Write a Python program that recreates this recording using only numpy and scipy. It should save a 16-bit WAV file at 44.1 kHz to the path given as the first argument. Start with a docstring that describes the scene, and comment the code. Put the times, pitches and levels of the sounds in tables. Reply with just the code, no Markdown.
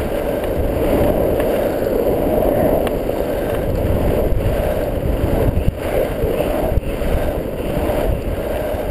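"""Longboard carving on rough asphalt

Heard from a small camera on a hand-held pole. Stones drum on wheels and deck as filtered random impulses.
In each carve the wheels hum, scrub and ring: roar is strongest on the toe side, ring on the heel side.
Grit and pebbles pop and a tag jingles, as impulses through resonances; wind is shaped noise plus pressure pulses.
A limiter ducks under strong buffets; a stepped converter adds a thin fizz."""
import sys
import numpy as np
from scipy import signal
from scipy.fft import rfft, irfft, next_fast_len
from scipy.io import wavfile
from scipy.ndimage import uniform_filter1d, map_coordinates

SR = 44100
rng = np.random.default_rng(int(sys.argv[2]) if len(sys.argv) > 2 else 0)


def wav_out(sig):
    """Save sig, one row per channel (or a flat mono array), as 16-bit PCM at SR to the path in sys.argv[1]."""
    wavfile.write(sys.argv[1], SR, np.round(np.clip(np.atleast_2d(sig).T, -1, 1) * 32767).astype(np.int16))


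N = 392490
TIME = np.arange(N) / SR
FREQ_HZ = np.arange(N // 2 + 1) * SR / N

# breeze on the microphone: time_s, level_db
WIND = [(0.0, -24), (0.35, -28), (1.15, -19.5), (1.6, -29.5), (2.55, -22.9), (3.35, -28), (3.95, -17.5),
        (4.7, -22.5), (4.95, -23), (5.1, -20.5), (5.65, -16), (5.85, -27), (6.6, -24), (7.15, -20.0),
        (7.55, -29), (7.75, -22.0), (8.7, -27.1), (8.9, -22.9)]
# gusts on top of the breeze: centre_s, length_s, change_db
GUSTS = [(.64, 0.33, 5.5), (1.07, 0.14, 5), (2.46, .14, 3.5), (2.79, 0.055, 8.5), (3.69, 0.069, 7),
         (4.5, 0.36, 3.5), (5.09, 0.19, 2.5), (5.3, 0.15, 2), (5.48, 0.14, 0), (5.64, .14, -3.5),
         (5.97, 0.092, 7), (6.23, 0.11, 6), (7.13, 0.099, 2), (7.29, 0.11, 2), (8.1, 0.14, 6),
         (8.29, 0.13, 5.5)]
# single eddies hitting the microphone: time_s, peak_db, width_s, pressure_sign
BUFFETS = [(0.574, -11, .002, -1), (3.904, -9.5, .0025, -1), (4.038, -7.5, 0.0021, -1),
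           (4.325, -2, 0.0041, -1), (4.365, -4, 0.0027, -1), (5.492, -2.5, 0.0014, -1),
           (5.576, -2.5, 0.0019, 1), (5.686, 3, 0.0019, -1), (6.722, -8, 0.0022, -1),
           (6.778, 1.5, 0.0028, -1), (7.148, -5, 0.0037, -1), (7.29, -11, 0.0023, 1),
           (7.773, -8, 0.0021, -1), (8.129, -10, 0.0018, -1), (8.275, -14, 0.0013, -1)]
# turbulence spectrum: freq_hz, relative_db_per_hz
AIR_SPECTRUM = [(10, -16), (22, -0.5), (45, -2.5), (85, -4.5), (130, -9.5), (200, -14.5), (400, -39),
                (1000, -58)]

# light metallic ticks, like a collar tag: time_s, peak_db
TICKS = [(.559, -36), (1.237, -34), (1.705, -35), (1.728, -33), (1.790, -34.5), (1.846, -29), (3.630, -37),
         (3.702, -34), (3.754, -29), (3.773, -31), (3.784, -32), (4.838, -31), (8.035, -34), (8.222, -35)]
# stretches of faint jingling: centre_s, length_s, rms_db at the centre
JINGLES = [(1.9, 0.89, -51.5), (3.148, 1.2, -53), (8.6, .7, -62)]
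# tag resonances: freq_hz, width_hz, relative_db
TAG_MODES = [(2660, 450, 7.5), (4500, 400, 14), (5160, 500, -28)]

# pebbles and cracks under a wheel: time_s, peak_db
PEBBLES = [(.439, -13.5), (1.037, -10), (1.401, -6.5), (1.408, -19), (1.562, -14), (2.559, -20),
           (2.871, -6), (3.499, -13), (3.548, -14), (4.104, -20), (5.950, -30), (6.398, -23), (7.966, -17)]
# pebble and grit resonances: freq_hz, width_hz, relative_db
PEBBLE_MODES = [(600, 250, 13), (1010, 150, -2), (1680, 230, 2), (2280, 190, -5.5), (2700, 140, 3)]

# carves, heel and toe side in turn:
# start_s, apex_s, end_s, lean (+ toes, - heels), rumble_rise_db, hum_rise_db, scrub_rise_db
CARVES = [(-.25, 0.275, 0.76, -0.86, 0, 4.75, 3.2), (0.682, 1.055, 1.34, 1.3, 5.5, 6, 7.3),
          (1.28, 1.573, 1.85, -1.01, 1.5, 6.25, 5.5), (1.784, 2.6, 3, 0.8, 6, 9.36, 2.5),
          (2.92, 3.5, 3.7, -1.02, 1, 5.23, 2.97), (3.723, 4.146, 4.3, .8, 3.5, 7.2, 3.9),
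          (4.356, 4.63, 4.97, -1.01, -0.5, 9.7, 5.6), (5.084, 5.369, 5.63, 1.05, 5.5, 6, 4.8),
          (5.66, 5.916, 6.29, -0.96, 0.5, 8.3, 5.75), (6.21, 6.614, 6.74, 1.03, 4.5, 12, 6.7),
          (6.844, 7.179, 7.4, -1.02, 0, 7.4, 6.47), (7.58, 7.934, 8.18, 1.14, 3.5, 9.4, 5.6),
          (8.14, 8.64, 9.04, -0.88, -1.7, 9.5, 3)]
# rider's weight eases between carves, all roll levels change: centre_s, length_s, change_db
EASES = [(.62, 0.053, -2), (3.72, 0.2, -1), (4.34, .16, 0), (5.58, 0.16, -0.5), (7.52, .16, -2),
         (8.2, 0.28, -2.5)]
# asphalt coarseness as drumming strength: time_s, level_db
ASPHALT = [(0.0, 1), (0.7, 1.4), (1.1, 4.6), (1.8, 1.46), (2.7, 2.5), (3.1, 0.8), (3.7, 1.25), (4.3, 0.4),
           (5.6, -0.14), (6.2, -1.5), (7.5, 0.45), (8.9, -1.55)]

# moments when the random drumming of the wheels happens to peak: time_s, peak_db before EASES
HUM_PEAKS = [(2.233, -13), (2.377, -4), (2.486, -7), (3.094, -7), (3.203, -7), (5.942, -12), (6.404, -5.5),
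             (7.949, -16)]
# resonances of these hum peaks: freq_hz, width_hz, relative_db
HUM_PEAK_MODES = [(496, 86, -5), (574, 45, -12.5)]
# wheels drone briefly on their lower bounce: centre_s, length_s, rise_db
DRONES = [(.82, 0.12, 2.5), (1.99, 0.43, 7), (2.8, 0.14, 4), (4.2, 0.27, 5), (5.41, 0.079, 9),
          (6.0, 0.18, 12), (6.29, 0.28, 10.5), (8.04, 0.096, 6.5)]
# lower wheel bounce: freq_hz, width_hz, relative_db
LOW_HUM_MODES = [(449, 57, -9), (500, 88, -8.5)]
# upper wheel bounce before stiffening: freq_hz, width_hz, relative_db
HIGH_HUM_MODES = [(555, 46.6, 0)]
# deck rumble spectrum: freq_hz, relative_db_per_hz
DECK_SPECTRUM = [(40, -40), (130, -7.5), (210, -2.5), (295, 2.5), (380, -1.5), (480, -10.5), (640, -6.5),
                 (780, -19), (1000, -17.5), (1200, -32.5), (1700, -44), (3000, -50)]

# wheels juddering at the edge of grip: start_s, end_s, first_hz, last_hz, rms_db at mid-span before EASES
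JUDDERS = [(0.695, 1.1, 2450, 2080, -47), (1.50, 2.111, 1680, 1300, -40), (2.40, 2.82, 1780, 1920, -38),
           (4.30, 4.748, 2470, 3076, -55), (5.542, 5.744, 2500, 2970, -40),
           (5.783, 6.132, 2360, 2070, -39.5), (6.335, 6.497, 2490, 2940, -35),
           (6.759, 6.985, 2556, 2790, -39.5), (7.546, 7.76, 2800, 2716, -42),
           (8.06, 8.317, 2770, 2610, -43)]
# short skids that swell the scrub: centre_s, length_s, rise_db
SKIDS = [(.02, 0.084, 5), (.17, 0.089, 3.5), (.9, 0.12, 2), (4.14, 0.1, 2), (5.85, .14, 2.5),
         (6.4, 0.062, 1), (8.0, .12, 3.5)]
# wheel ring resonances: freq_hz, width_hz, relative_db
RING_MODES = [(1566, 73, 1), (3010, 200, -16.5), (3660, 120, -13.5), (5820, 820, -19)]
# tread scrub spectrum: freq_hz, relative_db_per_hz
SCRUB_SPECTRUM = [(500, -32), (900, 1.5), (1200, 2.5), (1370, 4.5), (1750, -0.5), (2000, 3.5), (2500, -1),
                  (2750, 1.5), (3100, -1), (3450, -10.5), (4050, -15), (4650, -6.5), (5150, -14),
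                  (5900, -30.5)]
# tread roar spectrum: freq_hz, relative_db_per_hz
ROAR_SPECTRUM = [(400, -11), (620, 0.5), (720, 1), (850, 0.5), (1000, -4), (1120, -8), (1300, -28.5)]

# base levels with the board flat
RUMBLE_DB, LOW_HUM_DB, HIGH_HUM_DB = -27.5, -28, -31
ROAR_DB, RING_DB, SCRUB_DB = -41.5, -53.5, -41
GRIT_RE_SCRUB_DB = -10
# rise at the apex per unit of lean
ROAR_TOE_DB, ROAR_HEEL_DB = 10.5, 7
RING_TOE_DB, RING_HEEL_DB = 9.5, 15
LOW_HUM_SHARE = 0.16  # of the hum's rise in a carve
HUM_DB_PER_ASPHALT_DB = 1.8
HUM_STIFFEN_HZ_PER_DB = 5.5  # load stiffens the rubber: pitch climbs with the carve's hum rise
HUM_LAG_S, SCRUB_LEAD_S = 0.04, 0.041  # scrub comes early in a turn; hum and ring build late

LIMIT_DB, RELEASE_DB_PER_S, ATTACK_S = -6.5, 73, 0.0019
HOLD_HZ, CUTOFF_HZ = 12000, 15400


def from_db(db):
    """Decibels to gain."""
    return 10 ** (np.asarray(db) / 20)


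def rms_one(x):
    """Scale to rms 1."""
    return x / np.sqrt(np.mean(x ** 2) + 1e-20)


def in_time(rows):
    """Each column of a curve table at every sample."""
    time_s, *columns = np.transpose(rows)
    return [np.interp(TIME, time_s, column) for column in columns]


def drift(rate_hz):
    """Slow chance with rms 1: noise low-passed around rate_hz."""
    spectrum = rfft(rng.standard_normal(N))
    return rms_one(irfft(spectrum / (1 + (FREQ_HZ / rate_hz) ** 2), N))


def steady(x, span_s=0.17):
    """Hold the running rms at 1, leaving the fast grain."""
    size = max(int(span_s * SR / 2), 2)
    power = uniform_filter1d(uniform_filter1d(x * x, size), size)
    return x / np.sqrt(power + 1e-12)


def coloured(x, spectrum):
    """Give x a spectrum that falls away steeply past its last point."""
    hz, db = np.transpose(spectrum)
    f = np.maximum(FREQ_HZ, 1)
    gain = from_db(np.interp(np.log(f), np.log(hz), db))
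    rolloff = np.minimum(hz[-1] / f, 1) ** 10
    return irfft(rfft(x) * gain * rolloff, N)


def band_pass(x, band_hz):
    """Third-order band-pass."""
    return signal.sosfilt(signal.butter(3, band_hz, "band", fs=SR, output="sos"), x)


def resonator(hz, width_hz):
    """Coefficients of a resonance with gain about 1 on top."""
    r = np.exp(-np.pi * width_hz / SR)
    return (1 - r * r) / 2 * np.array([1, 0, -1]), [1, -2 * r * np.cos(2 * np.pi * hz / SR), r * r]


def body(x, modes):
    """Drive a set of resonances in parallel."""
    driven = x + 1e-18  # avoids denormals
    return sum(from_db(db) * signal.lfilter(*resonator(hz, width_hz), driven) for hz, width_hz, db in modes)


def arch(start_s, apex_s, end_s):
    """A rounded rise from 0 to 1 at the apex and back; zero outside."""
    out, inside = np.zeros(N), (TIME > start_s) & (TIME < end_s)
    ramp = np.interp(TIME[inside], [start_s, apex_s, end_s], [0, 1, 0])
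    out[inside] = np.sin(np.pi / 2 * ramp)
    return out


def centred_arch(centre_s, length_s):
    """Symmetric arch."""
    return arch(centre_s - length_s / 2, centre_s, centre_s + length_s / 2)


def swells(rows):
    """Summed change in dB of (centre_s, length_s, change_db) events."""
    return sum(db * centred_arch(centre_s, length_s) for centre_s, length_s, db in rows)


def carving(rises_db, lag_s):
    """Side load builds and lets go through each carve, lifting a level by that carve's rise."""
    out_db = np.zeros(N)
    for (start_s, apex_s, end_s, *_), rise_db in zip(CARVES, rises_db):
        out_db += rise_db * arch(start_s + lag_s, apex_s + lag_s, end_s + lag_s)
    return out_db


def glided(x, shift_hz):
    """Slide a narrow sound up in frequency by a moving amount."""
    analytic = signal.hilbert(x, next_fast_len(N))[:N]
    return np.real(analytic * np.exp(2j * np.pi * np.cumsum(shift_hz) / SR))


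def knocks(rows, modes, decay_s, top_hz, snap):
    """A snap and a short crunch die away in a set of resonances; a low-pass dulls them."""
    out, age_s = np.zeros(N), TIME[:SR // 20]
    soft = signal.butter(5, top_hz, fs=SR, output="sos")
    for (time_s, peak_db), crunch in zip(rows, rng.standard_normal((len(rows), len(age_s)))):
        force = snap * (age_s == 0) + crunch * np.exp(-age_s / decay_s)
        hit = signal.sosfilt(soft, body(force, modes))
        at = int(time_s * SR)
        out[at:at + len(age_s)] += from_db(peak_db) * hit / np.abs(hit).max()
    return out


def road(per_s, spread_db, flutter_db, flutter_hz):
    """Force on the wheels: stones of uneven size, met at random, in coarser and finer patches."""
    sizes = from_db(spread_db * np.minimum(rng.exponential(1, N), 4)) * rng.choice([-1, 1], N)
    met = rng.random(N) < per_s / SR
    return sizes * met * from_db(flutter_db * drift(flutter_hz))


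def wind():
    """Lumpy low turbulence at the microphone."""
    turbulence = coloured(rng.standard_normal(N), AIR_SPECTRUM)
    return steady(turbulence * from_db(3.4 * drift(22)), span_s=0.22)


def buffets(rebound=0.35, fray_db=-33):
    """An eddy is a pressure pulse with weaker opposite swings beside it; a strong core frays into a hiss."""
    out, fray = np.zeros(N), from_db(fray_db) * rng.standard_normal(N)
    for time_s, peak_db, width_s, sign in BUFFETS:
        u = np.minimum(((TIME - time_s) / width_s) ** 2, 100)
        core = from_db(peak_db) * np.exp(-u / 2)
        out += np.sign(sign) * core * (1 - rebound * u) + fray * core ** 2
    return out


def air():
    """Breeze and gusts set the turbulence level; buffets add to it."""
    wind_db, = in_time(WIND)
    return from_db(wind_db + swells(GUSTS)) * wind() + buffets()


def jingle():
    """Many tiny touches keep the tag ringing for a while."""
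    level = sum(from_db(db) * centred_arch(centre_s, length_s) ** 2 for centre_s, length_s, db in JINGLES)
    touches = rng.standard_normal(N) * (rng.random(N) < 600 / SR)
    return level * rms_one(band_pass(body(touches, TAG_MODES), [3400, 5300]))


def tag():
    """Single ticks and stretches of jingling share the tag's resonances."""
    return knocks(TICKS, TAG_MODES, decay_s=0.0045, top_hz=5550, snap=6.7) + jingle()


def pebbles():
    """Pebbles and cracks pop under a wheel."""
    return knocks(PEBBLES, PEBBLE_MODES, decay_s=0.0052, top_hz=3120, snap=8.7)


def grit():
    """Loose grains crack under the wheels in little clusters."""
    cracks = body(road(per_s=90, spread_db=2, flutter_db=3, flutter_hz=20), PEBBLE_MODES)
    return rms_one(band_pass(cracks, [1400, 3300]))


def wheel_scrub():
    """Tread tears loose from the stones in tiny slips."""
    return steady(coloured(road(per_s=5000, spread_db=1.0, flutter_db=1.38, flutter_hz=70), SCRUB_SPECTRUM))


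def tread_roar():
    """Air is squeezed from the gaps between stones as the tread covers them."""
    return steady(coloured(road(per_s=3800, spread_db=3.5, flutter_db=2.0, flutter_hz=45), ROAR_SPECTRUM))


def wheel_ring(waver=0.00801):
    """Stones set the wheels ringing at a slightly wavering pitch; the tread damps the highest notes."""
    ringing = body(road(per_s=2500, spread_db=2.6, flutter_db=1.4, flutter_hz=25), RING_MODES)
    warped = np.arange(N) + np.cumsum(waver * drift(5.01))
    ringing = map_coordinates(ringing, [warped], order=3, mode="mirror")
    return steady(signal.sosfilt(signal.butter(1, 5000, fs=SR, output="sos"), ringing))


def judders(slip_hz, width_hz, depth):
    """The tread sticks and slips quickly; slips pulse a resonance that glides with the load."""
    out = np.zeros(N)
    slip_rate_hz = slip_hz * (1 + 0.11 * drift(14.94))
    slips = 1 + depth * np.cos(2 * np.pi * np.cumsum(slip_rate_hz) / SR)
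    ringing = (drift(width_hz / 2) + 1j * drift(width_hz / 2)) * slips
    for start_s, end_s, first_hz, last_hz, rms_db in JUDDERS:
        span = slice(int(start_s * SR), int(end_s * SR))
        u = np.linspace(0, 1, len(TIME[span]))
        phase = 2 * np.pi * np.cumsum(first_hz + (last_hz - first_hz) * u) / SR
        tone = rms_one(np.real(ringing[span] * np.exp(1j * phase)))
        out[span] += from_db(rms_db) * np.sin(np.pi * u) * tone
    return out


def tread():
    """The tread scrubs in every carve; it roars most on the toe side and rings most on the heel side."""
    *_, lean, _, _, scrub_rise_db = np.transpose(CARVES)
    toe, heel = np.maximum(lean, 0), np.maximum(-lean, 0)
    roar_db = ROAR_DB + carving(ROAR_TOE_DB * toe + ROAR_HEEL_DB * heel, 0)
    ring_db = RING_DB + carving(RING_TOE_DB * toe + RING_HEEL_DB * heel, HUM_LAG_S)
    scrub_db = SCRUB_DB + carving(scrub_rise_db, -SCRUB_LEAD_S) + swells(SKIDS)
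    roar = from_db(roar_db) * tread_roar()
    ring = from_db(ring_db) * wheel_ring()
    scrub = from_db(scrub_db) * (wheel_scrub() + from_db(GRIT_RE_SCRUB_DB) * grit())
    return roar + ring + scrub + judders(slip_hz=149.4, width_hz=390, depth=0.37)


def deck_rumble():
    """The deck passes the low part of the road's drumming."""
    return steady(coloured(road(per_s=3000, spread_db=0.5, flutter_db=1.5, flutter_hz=35), DECK_SPECTRUM))


def wheel_hum(modes, band_hz):
    """Stones set the wheels bouncing on their own rubber."""
    bouncing = body(road(per_s=2000, spread_db=2.5, flutter_db=0.5, flutter_hz=30), modes)
    return steady(band_pass(bouncing, band_hz))


def board():
    """Deck and wheels drum harder on coarse asphalt and change with carve load; chance hum peaks are added."""
    coarse_db, = in_time(ASPHALT)
    *_, rumble_rise_db, hum_rise_db, _ = np.transpose(CARVES)
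    hum_db = carving(hum_rise_db, HUM_LAG_S)
    rumble = from_db(RUMBLE_DB + coarse_db + carving(rumble_rise_db, 0)) * deck_rumble()
    low_db = LOW_HUM_DB + LOW_HUM_SHARE * hum_db + swells(DRONES)
    low = from_db(low_db) * wheel_hum(LOW_HUM_MODES, band_hz=[330, 620])
    stiffened = glided(wheel_hum(HIGH_HUM_MODES, band_hz=[440, 760]), HUM_STIFFEN_HZ_PER_DB * hum_db)
    high = from_db(HIGH_HUM_DB + hum_db) * stiffened
    hum = from_db(HUM_DB_PER_ASPHALT_DB * coarse_db) * (low + high)
    hum_peaks = knocks(HUM_PEAKS, HUM_PEAK_MODES, decay_s=0.0052, top_hz=760, snap=16.6)
    return rumble + hum + hum_peaks


def scene():
    """Wind, tag, pebbles and rolling board at the end of the pole."""
    roll = from_db(swells(EASES)) * (tread() + board())
    return (air() + tag() + pebbles() + roll)[None]


def limiter(x):
    """Gain falls on a peak, smoothed by the attack time, and climbs back at a steady dB rate."""
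    over_db = np.maximum(20 * np.log10(np.abs(x) + 1e-9) - LIMIT_DB, 0)
    release_db = RELEASE_DB_PER_S * TIME
    held_db = np.maximum.accumulate(over_db + release_db) - release_db
    r = np.exp(-1 / (ATTACK_S * SR))
    return x * from_db(-signal.lfilter([1 - r], [1, -r], held_db))


def record(dry):
    """Limiter, then a slow converter whose held steps mirror the sound around its rate; the top is cut."""
    low_pass = 1 / np.sqrt(1 + (FREQ_HZ / 5500) ** 40)
    narrow = irfft(rfft(limiter(dry[0])) * low_pass, N)
    mirrored = narrow * (1 + 2 * np.cos(2 * np.pi * HOLD_HZ * TIME))
    hold = np.sinc(FREQ_HZ / HOLD_HZ) * (FREQ_HZ < CUTOFF_HZ)
    return np.clip(irfft(rfft(mirrored) * hold, N), -1, 1)[None]


dry = scene()
out = record(dry)
wav_out(out)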